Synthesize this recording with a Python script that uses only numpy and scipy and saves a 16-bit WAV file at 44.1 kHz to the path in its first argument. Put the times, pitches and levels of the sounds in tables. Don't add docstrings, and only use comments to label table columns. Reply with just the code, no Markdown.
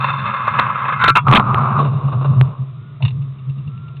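import sys
import numpy as np
from scipy import signal
from scipy.fft import rfft, irfft, next_fast_len
from scipy.io import wavfile
from scipy.ndimage import map_coordinates

SR = 44100
rng = np.random.default_rng(int(sys.argv[2]) if len(sys.argv) > 2 else 0)


def wrap_up_sound(samples):
    columns = np.atleast_2d(samples).T
    tamed = np.clip(columns, -1, 1)
    steps = np.round(tamed * 32767).astype(np.int16)
    wavfile.write(sys.argv[1], SR, steps)


N = 176400

# (t/s, level/dB)
GRIND_PRESSURE = [(0, -19), (0.102, -19.5), (0.162, -21), (0.302, -20), (.42, -20), (.5, -19.5),
                  (0.618, -15), (0.689, -20.5), (0.778, -19), (0.882, -17), (0.968, -22.5), (1.022, -14.5),
                  (1.098, -12.5), (1.113, -25.5)]
# (t/s, level/dB)
CATCHES = [(0.042, -6.5), (0.083, -12), (0.102, -15), (0.192, -20), (.263, -13.5), (0.365, -17.5),
           (0.477, -6), (.559, -14.5), (.588, 0), (0.596, -14), (.853, -9.5), (0.888, -7), (0.923, -7.5),
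           (0.999, -15), (1.012, -10), (1.037, -1), (1.076, -1.5)]
# (f/Hz, level/dB)
GRIND_COLOUR = [(120, -35.5), (200, -13.5), (299, -38), (387, -29.5), (429, -23), (592, -16.5), (719, -18),
                (1010, -0.5), (1170, -1), (1690, -16.5), (1800, -18.5), (2070, -15.5), (2300, -17),
                (2520, -13.5), (2940, -24.5), (3620, -26.5), (4390, -50), (5710, -79), (9660, -120)]
# (f/Hz, width/Hz, level/dB)
PIPE_RING = [(560, 53, -18.5), (969, 12, -7.5), (1116, 91, 1), (1255, 51, 5), (1319, 48, -4),
             (1530, 50, -3), (1654, 81, -7), (2127, 35, -5), (2600, 70, -25.5), (3660, 78, -19)]
# (f/Hz, width/Hz, level/dB)
TIPPED_RING = [(1012, 40, -5), (1162, 41, -1.5), (1347, 30, 1.5), (1474, 24, 0), (1545, 35, -9.5),
               (1617, 40, -5), (2096, 90, -12), (2370, 29, -14), (2650, 32, -16), (3210, 160, -29.5),
               (3670, 95, -23)]
# (t/s, tipped share of the power)
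TIPPING = [(0.301, 0.025), (0.798, 0.03), (0.949, 0), (1.028, 0.85)]
# (t/s, level/dB)
RASP_LEVEL = [(0, -12.5), (.15, -16.5), (.45, -18.5), (.7, -31), (1.1, -30)]
# (f/Hz, width/Hz, level/dB)
RASP_RING = [(2575, 94, 1.5), (2720, 73, -2), (3572, 59, -1), (4470, 29, -17)]
# (f/Hz, width/Hz, level/dB)
DECK_RING = [(177, 20, -8), (200.8, 13, 1.5), (223.9, 19, -3.5), (281, 6, -11), (368, 30, -19.5)]
# (t/s, level/dB)
BOOM_LEVEL = [(0, -23.5), (.28, -25), (.35, -36), (.47, -28), (.55, -24), (.9, -31), (1.0, -25),
              (1.08, -20), (1.21, -25), (1.29, -11.5), (1.42, -17.5), (1.6, -13.5), (1.68, -21),
              (1.75, -15.5), (1.97, -14.5), (2.02, -29), (2.1, -21), (2.28, -16.5), (2.48, -16),
              (2.55, -37), (2.7, -30), (3.0, -31.5), (3.13, -19), (3.2, -20), (3.33, -29), (3.45, -30),
              (3.75, -26.5), (4, -32)]
# (f/Hz, level/dB)
BOOM_COLOUR = [(20, -56.5), (45, -42.5), (62, -34), (85, -19.5), (102, -14.5), (120, -6), (133, 2),
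               (146, -4.5), (165, -24), (205, -23), (250, -37.5), (320, -43), (385, -45.5), (480, -44.5),
               (900, -95)]
# (t/s, level/dB)
JOLTS = [(1.305, -8), (2.061, -13.5), (2.17, -14.5), (2.315, -9), (2.376, -12), (2.414, -6.5),
         (2.616, -16.5), (3.049, -9.5), (3.497, -17), (3.589, -21), (3.681, -21)]
# (f/Hz, level/dB)
AIR_COLOUR = [(150, -24.5), (380, -5.5), (520, -19.5), (650, -13.5), (800, -23), (1250, -6.5), (1500, -23),
              (2700, -21), (3200, -24), (3700, -19), (4200, -40), (5000, -70.5)]
# (t/s, level/dB, hold/s, fade/s)
CLACKS = [(1.1545, -4.5, 0.019, 0.065), (1.180, -14.5, 0.0021, 0.0595)]
# (f/Hz, width/Hz, level/dB)
SKATE_RING = [(978, 19, -1.5), (1262, 66, 7), (1414, 130, -2), (2180, 110, -7), (2680, 74, -2),
              (2820, 21, -22.5), (3350, 17, -21), (3520, 27, -27)]
# (t/s, level/dB, hold/s, fade/s)
LANDINGS = [(1.267, -13, 0.025, 0.097), (1.311, -11.5, 0.012, 0.06), (1.325, -7, 0.019, 0.12),
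            (1.357, 0.5, 0.015, 0.061), (1.397, -10.5, 0.0054, .06)]
# (t/s, level/dB)
ROLL_LEVEL = [(1.12, -45), (1.25, -37), (1.28, -18), (1.43, -22), (1.54, -17), (1.66, -17), (1.8, -20.5),
              (1.9, -29.5), (2.03, -31.5), (2.16, -34.5), (2.3, -34), (2.45, -35), (2.7, -53), (2.98, -69),
              (3.2, -56.5), (3.6, -59.5), (4, -60)]
# (f/Hz, level/dB)
NEAR_COLOUR = [(160, -42.5), (280, -18), (341, -30), (382, -12.5), (424, -22), (578, -16), (896, -7.5),
               (1210, 3.5), (1300, -2), (1790, -30), (2640, -27), (3140, -41.5), (3740, -36.5),
               (4390, -57.5), (5710, -92.5), (9660, -120)]
# (f/Hz, level/dB)
FAR_COLOUR = [(160, -40), (280, -11), (325, -15.5), (396, -9.5), (534, -12.5), (578, -8), (866, -13.5),
              (1120, 0), (1730, -31), (2330, -31.5), (2770, -23.5), (3220, -39), (3690, -27), (4390, -54.5),
              (5710, -85), (9660, -120)]
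# (t/s, level/dB)
BUMPS = [(1.788, -11.5), (1.848, -18), (2.078, -27), (2.122, -22), (2.212, -22), (2.246, -19),
         (2.298, -33.5)]
# (t/s, length/s, start f/Hz, top f/Hz, level/dB)
WHINES = [(2.76, .19, 1330, 1435, -53), (3.66, .33, 1265, 1380, -47)]
# (f/Hz, level/dB)
TOUCH_COLOUR = [(300, -12), (620, -1.5), (900, -3), (1500, -19), (3000, -33.5)]
# (t/s, level/dB)
KNOCKS = [(3.024, -25.5), (3.05, -23.5), (3.079, -30.5), (3.105, -43), (3.218, -48.5), (3.385, -50),
          (3.495, -45.5), (3.58, -49.5), (3.674, -47.5), (3.775, -49), (3.881, -50), (3.967, -46.5)]
# (f/Hz, width/Hz, level/dB)
PANEL_RING = [(610, 55, -14.5), (880, 340, -4.5), (1250, 65, -3.5), (1863, 26, -19), (2750, 150, 5.5),
              (3050, 110, -4.5), (3590, 220, -1.5), (3830, 100, -13.5), (4390, 150, -15)]
# (t/s, height)
CLICKS = [(.5904, 0.33), (.5921, 0.54), (1.0455, .9), (1.2843, .9), (1.3977, .9), (1.5456, 1),
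          (2.4127, 0.95)]
# (f/Hz, level/dB)
FIZZ_COLOUR = [(4300, 0), (5000, -9), (9000, -2), (15000, -1.5)]


def amp(db):
    return 10 ** (np.asarray(db) / 20)


def unit(x):
    return x / np.sqrt(np.mean(x ** 2) + 1e-20)


def clock():
    return np.arange(N) / SR


def level(rows):
    return amp(np.interp(clock(), *np.transpose(rows)))


def wobble(rate):
    return map_coordinates(rng.standard_normal(int(N * rate / SR) + 4), [clock() * rate])


def filtered(x, response):
    size = next_fast_len(N + SR // 2)
    return irfft(rfft(x, size) * response(np.fft.rfftfreq(size, 1 / SR)), size)[:N]


def coloured(x, points):
    hz, db = np.transpose(points)
    return filtered(x, lambda f: unit(amp(np.interp(np.log(f + 1), np.log(hz), db, -120, -120))))


def rung(x, notes):
    def response(f):
        peaks = sum((-1) ** k * amp(db) * 1j * f * width / (hz * hz - f * f + 1j * f * width)
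                    for k, (hz, width, db) in enumerate(notes))
        return peaks / np.sqrt(np.mean(abs(peaks) ** 2))
    return filtered(x, response)


def grit(rate, spread_db):
    hits = rng.random(N) < rate / SR
    signs = np.sign(rng.standard_normal(N))
    sizes = amp(spread_db * np.clip(rng.standard_normal(N), -2, 2))
    return unit(hits * signs * sizes)


def burst(start, hold_s, fade_s):
    age = clock() - start
    return (age >= 0) * amp(-60 * np.maximum(age - hold_s, 0) / fade_s)


def grind():
    sliding = level(GRIND_PRESSURE) * burst(0, hold_s=GRIND_PRESSURE[-1][0], fade_s=0.052)
    sliding *= amp(-1.5 + 1.57 * wobble(70))
    catches = sum(amp(db) * burst(s, hold_s=0.0037, fade_s=0.05) for s, db in CATCHES)
    force = sliding * grit(rate=2500, spread_db=6) + amp(-4) * catches * grit(rate=5000, spread_db=1)
    tipped = np.interp(clock(), *np.transpose(TIPPING))
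    flat_force = force * np.sqrt(1 - tipped)
    pipe = amp(-2.5) * rung(flat_force, PIPE_RING) + amp(-6) * coloured(flat_force, GRIND_COLOUR)
    tipped_pipe = amp(2.5) * rung(force * np.sqrt(tipped), TIPPED_RING)
    rasp_force = level(RASP_LEVEL) * (sliding + amp(-8.5) * catches) * grit(rate=980, spread_db=5.5)
    hum = amp(-22) * sliding ** 0.9 * rung(rng.standard_normal(N), DECK_RING)
    return pipe + tipped_pipe + rung(rasp_force, RASP_RING) + hum


def deck_boom(swell_s=0.024, low_cut_hz=80):
    shake = coloured(rng.standard_normal(N), BOOM_COLOUR)
    loudness = abs(signal.hilbert(shake))
    shake = unit(shake / (loudness + 0.38) ** 0.6)
    swells = sum(amp(db) * np.exp(-((clock() - s) / swell_s) ** 2) for s, db in JOLTS)
    shake *= np.hypot(level(BOOM_LEVEL), swells)
    boom = filtered(shake, lambda f: f ** 2 / np.hypot(f ** 2, low_cut_hz ** 2))
    lowest_note = amp(-60) * rung(rng.standard_normal(N), [(45.4, 10, 0)])
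    return boom + lowest_note


def air():
    return amp(-52) * coloured(rng.standard_normal(N), AIR_COLOUR)


def slams():
    clack = sum(amp(db) * burst(s, hold, fade) for s, db, hold, fade in CLACKS)
    clack *= grit(rate=4000, spread_db=0.5)
    landing = sum(amp(db) * burst(s, hold, fade) for s, db, hold, fade in LANDINGS)
    landing *= grit(rate=6000, spread_db=1.5)
    edge = amp(-2.5) * rung(clack, SKATE_RING) + amp(-5) * coloured(clack, GRIND_COLOUR)
    ramp = amp(-0.5) * coloured(landing, NEAR_COLOUR) + amp(-9) * rung(landing, DECK_RING)
    return edge + ramp


def wheels(near_until_s=1.78, far_from_s=1.8):
    bumps = sum(amp(db) * burst(s, hold_s=0.011, fade_s=0.13) for s, db in BUMPS)
    rolling = level(ROLL_LEVEL) * (clock() > ROLL_LEVEL[0][0]) * amp(0.9 * wobble(45))
    force = np.hypot(rolling, amp(-5) * bumps) * grit(rate=3600, spread_db=2)
    far = np.interp(clock(), [near_until_s, far_from_s], [0, 1])
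    hum = amp(-10) * rung(force, DECK_RING)
    return coloured(force * (1 - far), NEAR_COLOUR) + coloured(force * far, FAR_COLOUR) + hum


def whines():
    out = np.zeros(N)
    for start, length, start_hz, top_hz, db in WHINES:
        progress = np.clip((clock() - start) / length, 0, 1)
        arch = np.sqrt(np.sin(np.pi * 0.8 * progress ** 1.2))
        hz = (start_hz + (top_hz - start_hz) * arch) * (1 + 0.003 * wobble(60))
        loudness = amp(db + 1.06 * wobble(25.63)) * np.sqrt(abs(np.sin(np.pi * progress)))
        out += loudness * np.sin(2 * np.pi * np.cumsum(hz) / SR)
    return out


def far_knocks():
    touch = amp(-41) * burst(3.005, hold_s=0.03, fade_s=0.15) * rng.standard_normal(N)
    knocks = sum(amp(db) * burst(s, hold_s=0.003, fade_s=0.053) for s, db in KNOCKS)
    return coloured(touch, TOUCH_COLOUR) + rung(knocks * grit(rate=3200, spread_db=1), PANEL_RING)


def scene():
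    return (grind() + slams() + wheels() + deck_boom() + far_knocks() + whines() + air())[None]


def record(dry, flip_above=1.05, ceiling=0.7, click_s=0.0001, crackle_hz=3560, channel_hz=4284):
    x = dry[0]
    crackle = np.where(abs(x) > flip_above, -np.sign(x) * 0.1 - x, 0)
    snaps = np.zeros(N)
    for s, height in CLICKS:
        i = round(s * SR)
        kick = -np.sign(x[i]) * height
        crackle += kick * np.exp(-((clock() - s) / click_s) ** 2)
        snaps[i] = kick * amp(-22)
    crackle = filtered(crackle, lambda f: 1 / np.sqrt(1 + (f / crackle_hz) ** 14))
    narrow = filtered(x + crackle, lambda f: 1 / np.sqrt(1 + (f / channel_hz) ** 80))
    flattened = narrow / (1 + abs(narrow / ceiling) ** 30) ** (1 / 30)

    def fizz_tone(f):
        top_cut = np.clip((16000 - f) / 600, 0, 1)
        return amp(np.interp(f, *np.transpose(FIZZ_COLOUR))) * top_cut
    return filtered(flattened + snaps, fizz_tone)[None]


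dry = scene()
out = record(dry)
wrap_up_sound(out)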